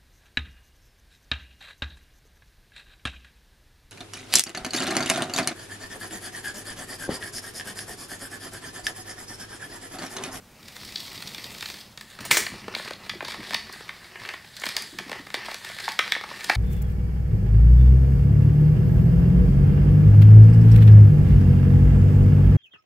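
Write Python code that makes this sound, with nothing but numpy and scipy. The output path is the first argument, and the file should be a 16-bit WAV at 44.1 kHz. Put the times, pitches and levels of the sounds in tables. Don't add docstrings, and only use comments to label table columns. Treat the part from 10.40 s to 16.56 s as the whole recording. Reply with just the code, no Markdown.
import sys
import numpy as np
from scipy import signal
from scipy.fft import rfft, irfft
from scipy.io import wavfile

SR = 44100
rng = np.random.default_rng(int(sys.argv[2]) if len(sys.argv) > 2 else 0)


def gain_from_db(level_db):
    decades = np.asarray(level_db, float) / 20
    return 10 ** decades


def persist_wave(psi):
    counts = np.round(np.clip(psi, -1, 1) * 32767).astype(np.int16)
    wavfile.write(sys.argv[1], SR, np.atleast_2d(counts).T)


N = 271656

# start in seconds, relative level in dB, centre in Hz,
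# fall below and fall above the centre in dB per octave (sign ignored).
CRACKS = [(.449,-28,4500,14,-2),(.556,-10,4200,20,19),(.602,-23,4000,15,6),(.752,-34,4300,7,6),(.776,-26,4300,9,9),(.822,-23,4200,6,7),(.873,-21,4200,14,7),(.945,-22.5,4000,7,6.5),(1.041,-21.5,4200,11,8),(1.206,-21,2900,18,4.5),(1.224,-21,2500,4,4),(1.257,-17.5,3800,11,11),(1.299,-26.5,4200,3.5,2.5),
          (1.574,-26.5,4000,5.5,5),(1.609,-27.5,2290,6.5,2.5),(1.788,-26.5,1410,8,5),(1.805,-31,2200,1,0.5),(1.85,-25.5,1400,6,5),(1.858,-29,1500,2,10),(1.906,-20,2500,0,6),(1.916,-17,5000,6.5,4),(1.91,2.5,2660,9.5,13),(1.968,-5,2680,6.5,12),(2.064,-12,2500,12,9.5),(2.136,-30,1000,3,6),
          (2.28,-19,680,2,5.5),(2.338,-26,2200,3,14),(2.373,-35,8000,4,1),(2.348,-9.5,3600,10,17),(2.362,-21,800,10,13),(2.395,-22.5,1600,3,10),(2.476,-25,2380,2,6),(2.506,-22,1200,0,3.5),(2.532,-21.5,3600,17,14),(2.663,-33,1400,-1,4),(2.694,-10.5,3000,11,11.5),(2.735,-30,500,4,10),(2.805,-12.5,1500,15,14),(2.824,-19.5,500,4,5),(2.847,-21,4000,10,9),(2.882,-23.5,1000,20,2),(2.942,-24.5,950,8,5),(2.967,-36,350,4,5),(3.002,-29,1810,1,7),(3.106,-22,2000,3.5,4),(3.132,-18.5,1080,11,3),(3.143,-8,3780,6,9.5),(3.294,-27.5,900,5,13),(3.325,-28,7000,20,-4),(3.405,-29,800,5,4),(3.49,-17.5,2200,10,10.5),(3.755,-22.5,1740,10,18),(3.835,-31,1500,10,4),(3.849,-22,1900,17,9),(3.888,-18,1870,13,6),(3.937,-18.5,1600,9.5,9),
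          (4.166,-24.5,4500,10,6),(4.198,-28,8000,15,1),(4.235,-12.5,1780,10.5,10),(4.215,-31,6000,14,0),(4.255,-21.5,4500,10,2),(4.264,-15.5,3000,4,5),(4.288,-21,2600,9,1),(4.365,-11,5000,5,-3.5),(4.374,-23,1600,7,9),(4.421,-22.5,4800,9,1.5),(4.585,-17,2200,8.5,5.5),(4.595,-27,1000,12,3),(4.694,-26,1200,0,3),(4.715,-19.5,1200,-2,4),(4.727,-19.5,1890,9,8),(4.866,-29,1800,3,5.5),(4.901,-28,2400,5,5.5),(4.941,-14,2360,3,5),(4.947,-17,4000,9,14),(5.008,-29,2500,8,14),(5.082,-19.5,890,16,12),(5.113,-24.5,900,5,2),(5.143,-22.5,3800,4,2),(5.246,-28,2800,7,2),(5.288,-26.5,2600,10,3.5),(5.385,-22.5,1900,16,5),(5.401,-24,3600,6,4),
          (5.478,-6.5,1155,19.5,12),(5.487,-20,3200,4,3),(5.518,-25.5,2300,13,0.5),(5.589,-3,2330,8.5,8),(5.597,-25,2100,24,21),(5.677,-21,2120,10,6),(5.719,-1,2530,16,10),(5.748,-11,2100,16,16),(5.762,-18.5,816,10,14),(5.81,-23.5,1300,6,5),(5.837,-20,1000,12,6),(5.912,-21.5,900,8,12),(6.006,-24,2000,12,5.5),(6.042,-22.5,3600,-4.5,0),(6.092,-16.5,1200,6,11),(6.096,1,1420,11,8),(6.15,-18,2600,15,4)]
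# low edge in Hz, high edge in Hz, decay constant in seconds.
CRACK_BANDS = [(201, 730, 0.0023), (590, 1350, 0.0017), (1435, 2560, 0.0021), (3000, 5200, 0.0018),
               (6140, 28000, .0014)]
# frequency in Hz, width in Hz, gain in dB.
PAPER_MODES = [(922, 380, 12.5), (1812, 124, 8.5), (2262, 470, 7), (3600, 1000, 12), (4200, 790, 11.5)]
# start in seconds, relative level in dB.
KNOCKS = [(1.576, -44), (1.61, -35), (1.807, -32), (1.851, -19), (1.9064, -22), (1.9117, -4), (1.969, -5.5)]
# frequency in Hz, relative level in dB, t60 in seconds (limited when used).
KNIFE_MODES = [(2960, 3, 0.018), (5750, -7.5, 0.051), (5800, -11, 0.059), (6800, 0.5, 0.018),
               (7540, -3.5, 0.021), (8500, -8, 0.022), (9460, -5, 0.08), (10700, -19, .03),
               (12360, -15, .03), (14000, -4, 0.017), (15000, -3, 0.02)]
# frequency in Hz, relative density in dB per Hz.
RATTLE_COLOUR = [(180, -47), (300, -17), (348, -3), (814, -17), (2250, -2.5), (2440, -13), (6100, -7),
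                 (10000, -20), (16000, -15.5)]
# start in seconds, relative level in dB, pitch in Hz.
FLEXES = [(2.755, -32, 353), (4.528, -37, 306), (4.546, -39.5, 345), (4.607, -35, 372), (4.663, -34.5, 278),
          (4.797, -33.5, 283), (4.972, -36, 360)]
# time in seconds, level in dB, tilt in dB per octave.
CUT = [(0.0, -78, -9), (0.22, -48, -1), (0.46, -40, 0.3), (0.66, -40, 0.1), (1.12, -39.5, -0.6),
       (1.276, -39.5, 1), (1.416, -43, -0.3), (1.56, -63, -3)]
# time in seconds, level in dB, tilt in dB per octave.
HANDS = [(1.57,-68,-4),(1.7,-51,4.5),(1.79,-46,-1.5),(1.87,-38,-0.5),(2.04,-47,1),(2.13,-41,-1.5),(2.22,-44,-1),(2.3,-43.5,-4),(2.38,-37.5,2.5),(2.465,-37.5,0.5),(2.56,-62,-6),(2.64,-42.5,-1),(2.8,-52,1),(2.89,-36.5,1.5),(2.97,-41.5,-1),(3.12,-36.5,1),(3.23,-46,-1),(3.4,-43.5,1.5),(3.49,-46,-1.5),(3.65,-46,1),(3.74,-48,-2.5),(3.83,-39,-0.5),(3.91,-41.5,-1),(4.0,-51,0),(4.12,-49.5,2),(4.25,-37.5,3),(4.42,-38.5,-1),(4.52,-48,3.5),(4.76,-40,-3),(4.86,-52.5,2),(5.0,-40,-2.5),(5.1,-37,0.5),(5.19,-44.5,2),(5.27,-36.5,0.5),(5.355,-43,2.5),(5.44,-35,1.5),(5.6,-44.5,1.5),(5.7,-35.5,0),(5.79,-50.5,-1),(5.9,-38,0),(6.03,-39.5,1.5),(6.16,-31,0)]
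# frequency in Hz, relative density in dB per Hz.
BLADE_COLOUR = [(150, -34), (250, -8), (475, -10), (917, -10.5), (999, -10.5), (1960, 4.5), (2140, 1.5),
                (2880, 1), (4280, 0.5), (6060, 1.5), (11100, -14.5), (12800, -9.5), (15700, -12)]
# frequency in Hz, relative density in dB per Hz.
HANDS_COLOUR = [(150, -37), (250, -37), (372, 0.5), (466, -11.5), (917, -4.5), (1440, 3), (1800, 8),
                (2380, -2), (2880, 3.5), (4280, 2.5), (6490, -3), (15700, -23)]
# low edge in Hz, high edge in Hz, blade gain in dB, hands gain in dB.
RUSTLE_BANDS = [(290, 1220, -9.5, -7), (1400, 2870, -5.5, -1), (3000, 5790, -3, -2.5),
                (6000, 28000, -7, -10)]
# low edge in Hz, high edge in Hz, t60 in seconds, relative level in dB.
ROOM = [(197, 2400, 0.36, -19.5), (1110, 3830, 0.29, -15), (2770, 10600, 0.47, -19),
        (5500, 12800, 0.26, -13.5)]
# time in seconds, level in dB.
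DESK = [(0.0, -56.5), (0.62, -49), (1.63, -55), (2.07, -50), (3.14, -52), (3.43, -58), (4.22, -63),
        (4.62, -53), (5.04, -56.5), (6.16, -55.5)]
# frequency in Hz, relative density in dB per Hz.
DESK_COLOUR = [(20, -15), (60, -9), (120, -1), (165, -3.5), (205, 2), (250, -6), (330, -8), (500, -18),
               (900, -63)]
# centre in seconds, added level in dB.
BUMPS = [(1.82, -43.5), (1.92, -38.5), (2.02, -44), (2.141, -40), (2.25, -49), (3.0, -39.5), (3.82, -50),
         (4.29, -52), (4.58, -54), (6.09, -54)]
# frequency in Hz, rms level in dB.
HUM = [(50, -71.5), (100, -78)]
# frequency in Hz, relative density in dB per Hz.
HISS_COLOUR = [(12, -57), (20, -17), (34, -6.5), (154, -5), (255, -11), (399, -45), (434, -33), (472, -10),
               (16000, -26.5)]
# frequency in Hz, relative density in dB per Hz.
SPREAD_COLOUR = [(20, 6), (150, 4.5), (1000, -2), (15700, 0.5), (16000, -40)]

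BLADE_OUT_S = 1.53
CUTOFF_HZ = 15750


def rms_one(x):
    return x / np.sqrt(np.mean(x ** 2) + 1e-20)


def in_time(rows):
    s, *columns = np.transpose(rows)
    return [np.interp(np.arange(N) / SR, s, c) for c in columns]


def band(x, low_hz, high_hz):
    edges = [low_hz, min(high_hz, SR / 2.2)]
    return signal.sosfilt(signal.butter(2, edges, "band", fs=SR, output="sos"), x)


def coloured(x, spectrum):
    hz, db = np.transpose(spectrum)
    grid = np.maximum(np.fft.rfftfreq(len(x), 1 / SR), 1)
    gain = gain_from_db(np.interp(np.log(grid), np.log(hz), db))
    return rms_one(irfft(rfft(x) * gain, len(x)))


def drift(rate_hz):
    r = np.exp(-2 * np.pi * rate_hz / SR)
    noise = rng.standard_normal(N + SR)
    return rms_one(signal.lfilter([1], [1, -2 * r, r * r], noise)[SR:])


def cracks():
    rows, size = np.vstack([CRACKS, ticks(count=160)]), 1024
    t, out = np.arange(size) / SR, np.zeros(N + size)
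    spikes = rng.standard_normal((len(rows), size)) ** 3
    slips = signal.lfilter([1], [1, -0.6], spikes)
    times, level_db, centre, below, above = rows.T
    for low_hz, high_hz, decay in CRACK_BANDS:
        shape = (t / decay) ** 1.26 * np.exp(-t / decay * 1.144)
        bursts = band(paper(slips * shape), low_hz, high_hz)
        bursts = band(bursts, low_hz * 0.84, high_hz * 1.225)
        energy = np.sum(bursts ** 2, axis=1, keepdims=True)
        bursts /= np.sqrt(energy / (decay * SR))
        under = np.maximum(np.log2(centre / high_hz) + 0.43, 0)
        over = np.maximum(np.log2(low_hz / centre) + 0.61, 0)
        band_db = level_db - np.abs(below) * under - np.abs(above) * over
        for burst, s, db in zip(bursts, times, band_db):
            at = round(s * SR)
            out[at:at + size] += gain_from_db(db - 5.5) * burst
    return out[:N]


def ticks(count):
    over_rub_db, spread_db, fall_db_per_oct = 6, 4, 6
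    blade_hz, hand_hz = 4500, 2000
    blade_scatter_oct, hand_scatter_oct = 0.5, 0.85
    blade_share = 0.4
    cutting, level_db, _ = rubbing_levels()
    when, size, pitch = rng.random((count, 3)).T
    at = np.interp(when, [0, blade_share, 1], [0, BLADE_OUT_S * SR, N - 1]).astype(int)
    db = level_db[at] + over_rub_db - spread_db * np.log(np.maximum(size, 0.1))
    scatter = np.where(cutting[at], blade_scatter_oct, hand_scatter_oct)
    hz = np.where(cutting[at], blade_hz, hand_hz) * 2 ** (scatter * (2 * pitch - 1))
    fall = np.full(count, fall_db_per_oct)
    return np.transpose([at / SR, db, hz, fall, fall])


def paper(x):
    out = x
    for hz, width_hz, db in PAPER_MODES:
        r = np.exp(-np.pi * width_hz / SR)
        poles = [1, -2 * r * np.cos(2 * np.pi * hz / SR), r * r]
        out = out + gain_from_db(db) * signal.lfilter([(1 - r * r) / 2, 0, (r * r - 1) / 2], poles, x)
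    return out


def knife():
    rows, out = np.array(KNOCKS), np.zeros(N)
    at = np.round(rows[:, 0] * SR).astype(int)
    size = 2000
    chatter = np.exp(-np.arange(size) / SR / 0.01)
    for hz, db, t60 in KNIFE_MODES + [(8800, 16, 0.00088)]:
        clicks = np.full(N + size, 1e-18)
        gains = gain_from_db(rows[:, 1] + db - 35.0 + rng.normal(0, 1.7, len(at)))
        for i, gain in zip(at, gains):
            clicks[i:i + size] += gain * chatter * rng.standard_normal(size)
        r = gain_from_db(-60 / (np.clip(t60, 1 / 4000, 1 / 25) * SR))
        w = 2 * np.pi * hz / SR
        out += signal.lfilter([0, np.sin(w)], [1, -2 * r * np.cos(w), r * r], clicks[:N])
    return out


def rattle():
    start_s, level_db, hold_s, t60_s = 1.915, -24.5, 0.071, 0.29
    t = np.arange(N) / SR - start_s
    fade_db = level_db - 60 * np.maximum(t - hold_s, 0) / t60_s
    fade = gain_from_db(fade_db + 1.8 * drift(80))
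    return (t > 0) * fade * coloured(rng.standard_normal(N), RATTLE_COLOUR)


def rustle(per_s, spread_db, clump_db, smooth_db):
    tilt_pivot_hz = 2500
    born = rng.random(N) < per_s * gain_from_db(clump_db * drift(30)) / SR
    sizes = gain_from_db(spread_db * np.minimum(rng.exponential(1, N), 3.0)) * born
    crack_power = signal.lfilter([1], [1, -np.exp(-1 / (0.0015 * SR))], sizes ** 2)
    power = crack_power / crack_power.mean() + gain_from_db(2 * smooth_db)
    source = np.sqrt(power) * rng.standard_normal(N)
    cutting, level_db, tilt = rubbing_levels()
    sliced, rubbed = coloured(source, BLADE_COLOUR), coloured(source, HANDS_COLOUR)
    out = 0
    for low_hz, high_hz, blade_db, hands_db in RUSTLE_BANDS:
        blade = gain_from_db(blade_db) * rms_one(band(sliced, low_hz, high_hz))
        hands = gain_from_db(hands_db) * rms_one(band(rubbed, low_hz, high_hz))
        middle_hz = np.sqrt(low_hz * min(high_hz, CUTOFF_HZ))
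        octaves = np.log2(middle_hz / tilt_pivot_hz)
        gain = gain_from_db(level_db + tilt * octaves + 1.3 * drift(20))
        out = out + gain * np.where(cutting, blade, hands)
    return out


def rubbing_levels():
    cutting = np.arange(N) < BLADE_OUT_S * SR
    level_db, tilt = np.where(cutting, in_time(CUT), in_time(HANDS))
    return cutting, level_db, tilt


def flexes():
    t, out = np.arange(2000) / SR, np.zeros(N)
    swell = t / 0.0042 * np.exp(1 - t / 0.0033)
    for s, db, hz in FLEXES:
        at = round(s * SR)
        out[at:at + len(t)] += gain_from_db(db) * swell * np.sin(2 * np.pi * hz * t)
    return out


def room(x):
    t = np.arange(SR // 2) / SR
    rise = np.clip((t - 0.003) / 0.0051, 0, 1)
    echoes = 0
    for low_hz, high_hz, t60, db in ROOM:
        echoes = echoes + gain_from_db(db - 60 * t / t60) * band(rng.standard_normal(len(t)), low_hz, high_hz)
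    return signal.fftconvolve(x, gain_from_db(-20.5) * rise * echoes)[:N]


def desk():
    t, bump_s = np.arange(N) / SR, 0.018
    bumps = sum(gain_from_db(db) * np.exp(-((t - s) / bump_s) ** 2) for s, db in BUMPS)
    leaning = gain_from_db(in_time(DESK)[0] + 2.2 * drift(10))
    return (leaning + bumps) * coloured(rng.standard_normal(N), DESK_COLOUR)


def background():
    t = np.arange(N) / SR
    hum = sum(gain_from_db(db) * np.sqrt(2) * np.sin(2 * np.pi * hz * t) for hz, db in HUM)
    return hum + gain_from_db(-54.5) * coloured(rng.standard_normal(N), HISS_COLOUR)


def scene():
    hits = cracks() + knife() + flexes()
    rubbing = rustle(per_s=300, spread_db=6.0, clump_db=6.5, smooth_db=3)
    middle = hits + room(hits + rubbing) + rubbing + rattle() + desk() + background()
    side = gain_from_db(-67) * coloured(rng.standard_normal(N), SPREAD_COLOUR)
    return np.array([middle + side, middle - side])


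def top_cut(x):
    return signal.sosfilt(signal.butter(12, 16630, fs=SR, output="sos"), x)


def record(dry):
    low_pass = signal.ellip(10, 0.5, 50, CUTOFF_HZ, fs=SR, output="sos")
    mix = np.clip(signal.sosfilt(low_pass, dry), -1, 1)
    return top_cut(mix)


dry = scene()
out = record(dry)
persist_wave(out)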